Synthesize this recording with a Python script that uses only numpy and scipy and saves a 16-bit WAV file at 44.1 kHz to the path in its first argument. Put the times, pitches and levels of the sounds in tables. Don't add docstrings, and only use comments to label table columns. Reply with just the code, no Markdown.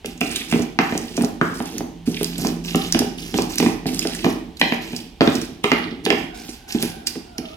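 import sys
import numpy as np
from scipy import signal
from scipy.fft import rfft, irfft
from scipy.io import wavfile
from scipy.ndimage import map_coordinates

SR = 44100
rng = np.random.default_rng(int(sys.argv[2]) if len(sys.argv) > 2 else 0)


def transcribe(u):
    v = np.clip(np.atleast_2d(u).T, -1, 1)
    q = np.round(v * 32767).astype(np.int16)
    wavfile.write(sys.argv[1], SR, q)


N = 333396
TIME = np.arange(N) / SR
BIN_HZ = np.arange(N // 2 + 1) * SR / N

# (t/s, thud level/dB, thud centre f/Hz, clack level/dB, bright edge level/dB)
BLOWS = [(0.045, -23, 458, -37.5, -41), (0.213, -14, 245, -25, -23.5), (0.525, -8.5, 240, -26, -26.5),
         (0.537, -10.5, 290, -32, -31), (0.558, -12, 240, -32, -51), (0.592, -10, 270, -31, -49),
         (0.789, -8.5, 263, -12, -26), (0.923, -16, 241, -29.5, -33.5), (0.952, -15, 246, -29.5, -38),
         (1.177, -11, 266, -26.5, -36), (1.21, -8.5, 255, -33, -37), (1.236, -12, 270, -26.5, -48),
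         (1.413, -8.5, 238, -15, -46), (1.603, -17, 256, -27.5, -38), (1.806, -16.5, 236, -30, -44),
         (2.076, -7.5, 218, -45, -55), (2.21, -14.5, 387, -33.5, -40), (2.389, -23, 166, -41, -45),
         (2.448, -9, 293, -25.5, -35.5), (2.747, -6.5, 245, -22, -28), (2.947, -9.5, 245, -23, -24.5),
         (2.971, -20, 207, -32, -42), (2.999, -10, 253, -45, -40), (3.017, -12, 274, -27.5, -46),
         (3.183, -22.5, 226, -60, -62), (3.341, -14, 258, -29, -32), (3.386, -10, 390, -21.5, -31.5),
         (3.6, -9, 240, -23.5, -27.5), (3.626, -9, 347, -27, -33), (3.662, -8.5, 260, -24, -28.5),
         (3.857, -12, 223, -29.5, -39), (4.051, -14, 426, -28.5, -36), (4.244, -6.5, 232, -20.5, -24),
         (4.264, -11, 350, -25.5, -42), (4.614, -15.5, 254, -16.5, -13.5), (4.722, -13.5, 315, -24.5, -24),
         (4.932, -22, 200, -38.5, -41), (5.208, -3.5, 266, -14.5, -22), (5.216, -28, 293, -15, -36),
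         (5.275, -4, 255, -20.5, -22.5), (5.642, -10, 433, -18, -20), (5.717, -9, 303, -12.5, -16.5),
         (6.063, -11.5, 415, -24, -26), (6.103, -9.5, 430, -23, -18), (6.126, -12, 416, -24, -38),
         (6.488, -28.5, 270, -50, -50), (6.747, -8, 240, -38, -44), (6.83, -16, 243, -34.5, -37),
         (7.155, -19.5, 276, -43, -47), (7.385, -17.5, 240, -41.5, -44)]
# (f/Hz, level/dB, T60/s)
ROCKING_MODES = [(121, -5, 0.12), (169.6, -2.5, 0.15), (224.7, 3, 0.063), (240, 2, 0.14), (266, -5, 0.16),
                 (296.3, -3.5, 0.18), (336.3, -3.5, 0.18), (383, -8, 0.059), (411.8, 1, 0.14),
                 (464.8, -1.5, 0.11), (592, -13, 0.13)]
# (f/Hz, level/dB, T60/s)
BOWL_MODES = [(690, -3, .04), (784, -2, .05), (900, -3, .015), (1150, -2, .015), (1330, 0, .012),
              (1676, 0, .014), (1900, 2, .022), (2150, -1, .01), (2420, 0, .013), (2746, -2, .014),
              (3127, -4, .012)]
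# (t/s, left minus right level/dB)
CLACK_PAN = [(0.5, -1), (0.79, 1), (1.41, 2), (2.9, 0), (4.25, -0.5), (4.61, 3), (5.2, 2), (6.1, -2.5)]
# (t/s, peak level/dB, f/Hz, squelch level re burst/dB)
BURSTS = [(0.0587, -16, 3200, -26), (0.177, -33, 6430, -15), (0.2087, -14.5, 2900, -21),
          (0.3157, -22, 7900, -11), (0.36, -10.5, 3500, -10), (0.5137, -17, 2700, -13),
          (0.6214, -20.5, 5640, -12), (0.9772, -11, 5770, -21), (1.168, -16.5, 5560, -10.5),
          (1.222, -13.5, 9600, -23), (1.2464, -14.5, 5700, -17.5), (1.657, -20, 5650, -30),
          (1.782, -13.5, 5540, -19), (2.231, -6.5, 10100, -27), (2.2443, -7, 5160, -33),
          (2.381, -16.5, 8000, -14), (2.47, -9.5, 5000, -25), (2.659, -27, 5500, -20),
          (2.757, -10.5, 7100, -20), (2.9242, 3, 5500, -32), (2.991, -2.5, 5500, -20.5),
          (3.378, -14.5, 5100, -9.5), (3.4205, -12.5, 5430, -19), (3.557, -10.5, 9800, -34),
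          (3.583, -4, 5200, -16), (3.868, -22, 4400, -5), (3.946, -13, 7390, -22), (3.9927, -5, 5500, -36),
          (4.072, -10, 5000, -28), (4.027, -16, 3270, -16), (4.149, -20.5, 2040, -8),
          (4.5705, -28.5, 3990, -11), (4.5983, -27, 2700, -2), (4.9641, -16, 5260, -12),
          (5.3532, -22.5, 4970, -3.5), (5.4155, -19.5, 5030, -10), (5.6396, -15, 3130, -22),
          (6.052, -13.5, 4200, -15), (6.4932, -28, 5500, -4), (6.7233, -18.5, 5050, -11),
          (6.8259, -4.5, 9400, -30), (7.0705, -5.5, 4960, -12.5), (7.382, -12.5, 4970, -22)]
# (t/s, duration/s, pulp level/dB, scrape level/dB, judder level/dB)
STROKES = [(0.045, 0.039, -42, -45, -33), (0.202, 0.14, -37, -42, -27.5), (0.289, .14, -36.5, -35, -42),
           (0.482, 0.11, -36.5, -44, -30), (0.785, 0.35, -41.5, -44, -28.5),
           (1.144, 0.099, -40, -49, -29.5), (1.41, 0.16, -44.5, -49, -31), (1.535, 0.19, -41.5, -46, -32.5),
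           (1.722, .08, -44, -45, -27), (2.054, 0.2, -39, -41, -39), (2.19, 0.17, -41.5, -40, -32),
           (2.38, 0.094, -32.5, -42, -21.5), (2.635, 0.11, -37, -36.5, -31),
           (2.76, 0.12, -35.5, -37, -30.5), (2.932, 0.12, -41, -43, -26), (3.171, 0.14, -39.5, -43, -33),
           (3.333, 0.077, -34.5, -35.5, -18.5), (3.491, 0.062, -35, -36.5, -32),
           (3.585, 0.093, -32, -37, -19.5), (3.86, 0.35, -37, -36, -27), (4.234, 0.062, -34.5, -40, -20.5),
           (4.602, 0.15, -41, -54, -25.5), (4.808, 0.19, -43, -42, -34), (5.206, 0.23, -38, -40.5, -23),
           (5.631, 0.16, -41, -34.5, -27), (5.808, 0.1, -62, -39, -25), (6.036, 0.16, -40.5, -50, -28),
           (6.34, 0.2, -42.5, -49.5, -39.5), (6.676, 0.084, -37.5, -41, -44.5),
           (6.793, 0.06, -33.5, -34, -25), (7.065, .04, -39, -53, -39), (7.442, 0.096, -55, -44.5, -42)]
# (f/Hz, level/dB)
JUDDER_SPECTRUM = [(40, -31), (80, -13), (130, -2), (200, -7), (250, 4.5), (330, -2.5), (420, -3),
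                   (550, -19), (780, -17.5), (1100, -38), (2000, -63)]
SCRAPE_SPECTRUM = [(400, -3), (750, -18), (1200, -16), (1900, -5), (2700, 4.5), (3600, 5), (5000, -4.5),
                   (9000, -19)]
PULP_SPECTRUM = [(1500, 21.5), (3200, -3.5), (5400, 4), (7500, -1.5), (10000, -2.5), (13000, -3.5),
                 (16000, -11)]
# (f/Hz, T60/s, level/dB)
REVERBERATION = [(100, 0.78, -6), (298, 0.61, -0.5), (780, 0.49, 4), (2020, 0.56, 0.5), (3940, 0.56, -2),
                 (8000, 0.52, -6), (15200, 0.32, 2)]
# (f/Hz, left minus right level/dB)
PORT_BALANCE = [(60, -10), (87, -7.5), (130, -1), (180, -3.0), (260, -3.5), (380, -1.5), (550, -3.5),
                (790, -1.5), (1140, -3), (1650, -0.5), (2380, -6), (3440, -5.5), (4970, -9), (7180, -5.5),
                (10400, -2.5), (15000, -5.5)]
# (t/s, fundamental level/dB, fourth harmonic level/dB)
HUM_LEVELS = [(0, -50, -54), (1.7, -54, -49.5), (2.3, -45, -33), (2.9, -43, -33), (3.3, -46, -44),
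              (4.2, -43.5, -41.5), (4.8, -55, -56), (7.56, -78.5, -65)]
# (t/s, f/Hz, level/dB)
WHINE_CONTOUR = [(6.1, 738, -83), (6.3, 752, -44.5), (6.55, 751, -65.5), (6.7, 774, -45), (7.0, 767, -49.5),
                 (7.2, 747, -61), (7.33, 696, -52), (7.42, 622, -47.5), (7.56, 645, -48)]
# (f/Hz, level/dB)
AIR_SPECTRUM = [(22, -7), (32, 3), (44, 6.5), (60, 5), (120, -4), (250, -16), (500, -24), (800, -10.5),
                (1300, -28), (3000, -18.5), (7000, -33), (16000, -42)]


def thuds(focus_octaves, squash_s):
    out, t = np.zeros(N), TIME[:SR // 4]
    mode_hz = np.array(ROCKING_MODES)[:, 0]
    for s, db, centre_hz, _, _ in BLOWS:
        weights = 1 / (1 + (np.log2(mode_hz / centre_hz) / focus_octaves) ** 2)
        ring = weights @ damped_modes(ROCKING_MODES, t, scatter_db=1.0)
        thud = ring * (1 - np.exp(-t / squash_s))
        add(out, s, from_db(db) * unit_energy(band(thud, 62, 1500)))
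    return out


def clacks(crack_s, ring_share, edge_db, tick_share, hardness_hz):
    out, t = np.zeros(N), TIME[:SR // 10]
    for s, _, _, clack_db, bright_db in BLOWS:
        crack = unit_energy(band(rng.standard_normal(len(t)) * np.exp(-t / crack_s), 310, 7100))
        ring = unit_energy(damped_modes(BOWL_MODES, t, scatter_db=2.5).sum(0))
        blow = crack + ring_share * ring
        top_hz = 800 + hardness_hz * from_db(clack_db)
        body = unit_energy(band(blow, 535, top_hz))
        edge = unit_energy(band(blow, 1610, 3160))
        tick = tick_share * unit_energy(band(crack, 6400, 14000))
        add(out, s, from_db(clack_db) * (body + tick) + from_db(bright_db + edge_db) * edge)
    return out


def snaps(burst_s, swell_s, tear_s, width):
    out, t = np.zeros(N), TIME[:SR // 8] - TIME[SR // 32]
    swell = np.exp(-np.maximum(-t / swell_s, t / tear_s))
    for s, db, hz, squelch_db in BURSTS:
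        burst, tear, lumps = rng.standard_normal((3, len(t)))
        forces = np.array([burst * (t >= 0) * np.exp(-np.abs(t) / burst_s), tear * lumps])
        pitched = band(forces, hz / (1 + width), hz * (1 + width))
        snap, squelch = pitched + 0.68 * band(forces, 2100, 10700)
        juice = from_db(squelch_db) * swell * unit_rms(squelch)
        add(out, s + t[0], from_db(db) * (snap / np.abs(snap).max() + juice))
    return out


def judder(slips_per_s):
    slips = grains(slips_per_s, spread_db=2.0)
    response = band(damped_modes(ROCKING_MODES, TIME[:SR // 4], scatter_db=-3.0).sum(0), 74, 600)
    ring = unit_rms(signal.fftconvolve(slips, response)[:N])
    return unit_rms(coloured(slips, JUDDER_SPECTRUM) + 0.59 * ring)


def crackle(spectrum, per_s, spread_db, clump_db, range_hz, hiss_share):
    clicks = grains(per_s, spread_db) * from_db(clump_db * drift(140))
    pitches = np.geomspace(*range_hz, num=12)
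    pitch_index = rng.integers(0, len(pitches), N)
    rings = sum(band(clicks * (pitch_index == k), hz / 1.156, hz * 1.21) for k, hz in enumerate(pitches))
    return coloured(unit_rms(rings) + hiss_share * rng.standard_normal(N), spectrum)


def push_envelope(length_s, attack_s, release_db_per_s, ease_db_per_s=10.5):
    t = TIME[:SR]
    fall_db = ease_db_per_s * t + release_db_per_s * np.maximum(t - length_s, 0)
    return np.minimum(t / attack_s, 1) * from_db(-fall_db)


def grinding_gains(skid_db, skid_db_per_s, tremor_db):
    pulp, scrape, shake = np.zeros((3, N))
    for s, length_s, pulp_db, scrape_db, judder_db in STROKES:
        crushing = push_envelope(length_s, attack_s=0.012, release_db_per_s=184)
        shaking = push_envelope(length_s, attack_s=0.013, release_db_per_s=79)
        add(pulp, s, (from_db(pulp_db) * crushing) ** 2)
        add(scrape, s, (from_db(scrape_db) * crushing) ** 2)
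        add(shake, s, (from_db(judder_db) * shaking) ** 2)
    for s, thud_db, *_ in BLOWS:
        add(shake, s, from_db(thud_db + skid_db - skid_db_per_s * TIME[:SR]) ** 2)
    return np.sqrt([pulp, scrape, shake + from_db(tremor_db) ** 2])


def room_response(build_s):
    t, room = TIME[:SR], np.array(REVERBERATION)
    edges_hz = 60 * 2 ** np.arange(0, 8.6, .5)
    out = 0
    for low, high in zip(edges_hz, edges_hz[1:]):
        centre_hz = np.sqrt(low * high)
        t60, db = at_hz(room[:, :2], centre_hz), at_hz(room[:, ::2], centre_hz)
        out = out + band(rng.standard_normal((2, SR)), low, high) * from_db(db - 60 * t / t60)
    return unit_rms(out * (1 - np.exp(-t / build_s))) / np.sqrt(SR)


def in_room(x, rooms, room_db, mean_lag_s=0.000136):
    lag = mean_lag_s * SR * (1 + .25 * drift(5))
    direct = np.array([x, map_coordinates(x, [np.arange(N) - lag])])
    shares = np.exp([2 * drift(3) for _ in rooms])
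    shares /= np.linalg.norm(shares, axis=0)
    echoes = sum(reverberate(share * x, room) for share, room in zip(shares, rooms))
    return direct + from_db(room_db) * echoes


def through_ports(x):
    return irfft(rfft(x) * pan(at_hz(PORT_BALANCE, BIN_HZ)), N)


def motor_hum(hz, waver):
    first_db, fourth_db = in_time(HUM_LEVELS)
    phase = 2 * np.pi * np.cumsum(hz * (1 + waver * drift(5.2))) / SR
    return np.sqrt(2) * (from_db(first_db) * np.sin(phase) + from_db(fourth_db) * np.sin(4 * phase))


def far_whine(octave_db, waver):
    hz, db = in_time(WHINE_CONTOUR)
    phase = 2 * np.pi * np.cumsum(hz * (1 + waver * drift(90))) / SR
    return np.sqrt(2) * from_db(db) * (np.sin(phase) + from_db(octave_db) * np.sin(2 * phase))


def room_air(common_db, diffuse_db):
    common = coloured(rng.standard_normal(N), AIR_SPECTRUM)
    diffuse = band(coloured(rng.standard_normal((2, N)), AIR_SPECTRUM), 520, 17000)
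    return from_db(common_db) * common, from_db(diffuse_db) * diffuse


def damped_modes(modes, t, scatter_db):
    hz, db, t60 = np.transpose(modes)[:, :, None]
    phase = 2 * np.pi * (hz * t + rng.random(hz.shape))
    return from_db(db + scatter_db * rng.standard_normal(hz.shape) - 60 * t / t60) * np.sin(phase)


def grains(per_s, spread_db):
    sizes = from_db(spread_db * np.minimum(rng.exponential(1, N), 4)) * rng.choice([-1, 1], N)
    return sizes * (rng.random(N) < per_s / SR)


def drift(per_s):
    return unit_rms(np.interp(TIME * per_s, np.arange(N), rng.standard_normal(N)))


def reverberate(x, room):
    return signal.fftconvolve(x[None], room, axes=1)[:, :N]


def coloured(x, spectrum):
    return unit_rms(irfft(rfft(x) * from_db(at_hz(spectrum, BIN_HZ)), N))


def band(x, low_hz, high_hz):
    sos = signal.butter(2, [low_hz, min(high_hz, .47 * SR)], "band", fs=SR, output="sos")
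    return signal.sosfilt(sos, x)


def add(track, s, sound):
    at = max(round(s * SR), 0)
    track[at:at + len(sound)] += sound[:max(N - at, 0)]


def in_time(rows):
    s, *columns = np.transpose(rows)
    return [np.interp(TIME, s, column) for column in columns]


def at_hz(points, hz):
    f, value = np.transpose(points)
    return np.interp(np.log(np.maximum(hz, 1)), np.log(f), value)


def pan(db):
    return from_db([db / 2, -db / 2])


def from_db(db):
    return 10 ** (np.asarray(db) / 20)


def unit_rms(x):
    return x / np.sqrt(np.mean(x ** 2) + 1e-20)


def unit_energy(x):
    return x / np.sqrt(np.sum(x ** 2) / SR + 1e-20)


def scene():
    pulp_gain, scrape_gain, judder_gain = grinding_gains(skid_db=-14.5, skid_db_per_s=85, tremor_db=-49.5)
    rooms = [room_response(build_s=0.00033) for _ in range(3)]
    table = from_db(-24.0) * thuds(focus_octaves=0.7, squash_s=0.0019)
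    stone = from_db(-19.5) * clacks(crack_s=0.0013, ring_share=0.43, edge_db=3.5,
                                    tick_share=0.033, hardness_hz=5000)
    seeds = snaps(burst_s=0.0013, swell_s=0.0024, tear_s=0.01, width=0.22)
    rumble = from_db(-3.0) * judder_gain * judder(slips_per_s=400)
    scrape = scrape_gain * crackle(SCRAPE_SPECTRUM, per_s=1600, spread_db=2.0, clump_db=5.5,
                                   range_hz=(700, 5000), hiss_share=0.14)
    pulp = pulp_gain * crackle(PULP_SPECTRUM, per_s=2500, spread_db=1.0, clump_db=1.5,
                               range_hz=(2700, 14900), hiss_share=0.052)
    air, diffuse_air = room_air(common_db=-47.5, diffuse_db=-50)
    hum = motor_hum(hz=42.45, waver=0.0094)
    whine = reverberate(far_whine(octave_db=-5.5, waver=0.044), rooms[0])
    background = (air + hum) * from_db([[-1.5], [1.5]]) + diffuse_air + whine
    crush = in_room(seeds + pulp + scrape, rooms, room_db=-6)
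    thudding = in_room(table + rumble, rooms, room_db=-18)
    landing_db, = in_time(CLACK_PAN)
    clacking = in_room(stone, rooms, room_db=-2.5) * pan(landing_db)
    return through_ports(thudding + clacking + crush) + background


def record(dry):
    thinned = signal.sosfilt(signal.butter(4, 31, "high", fs=SR, output="sos"), dry)
    rounded = thinned / (1 + thinned ** 6) ** (1 / 6)
    return signal.sosfilt(signal.ellip(10, .1, 80, 16100, fs=SR, output="sos"), rounded)


dry = scene()
out = record(dry)
transcribe(out)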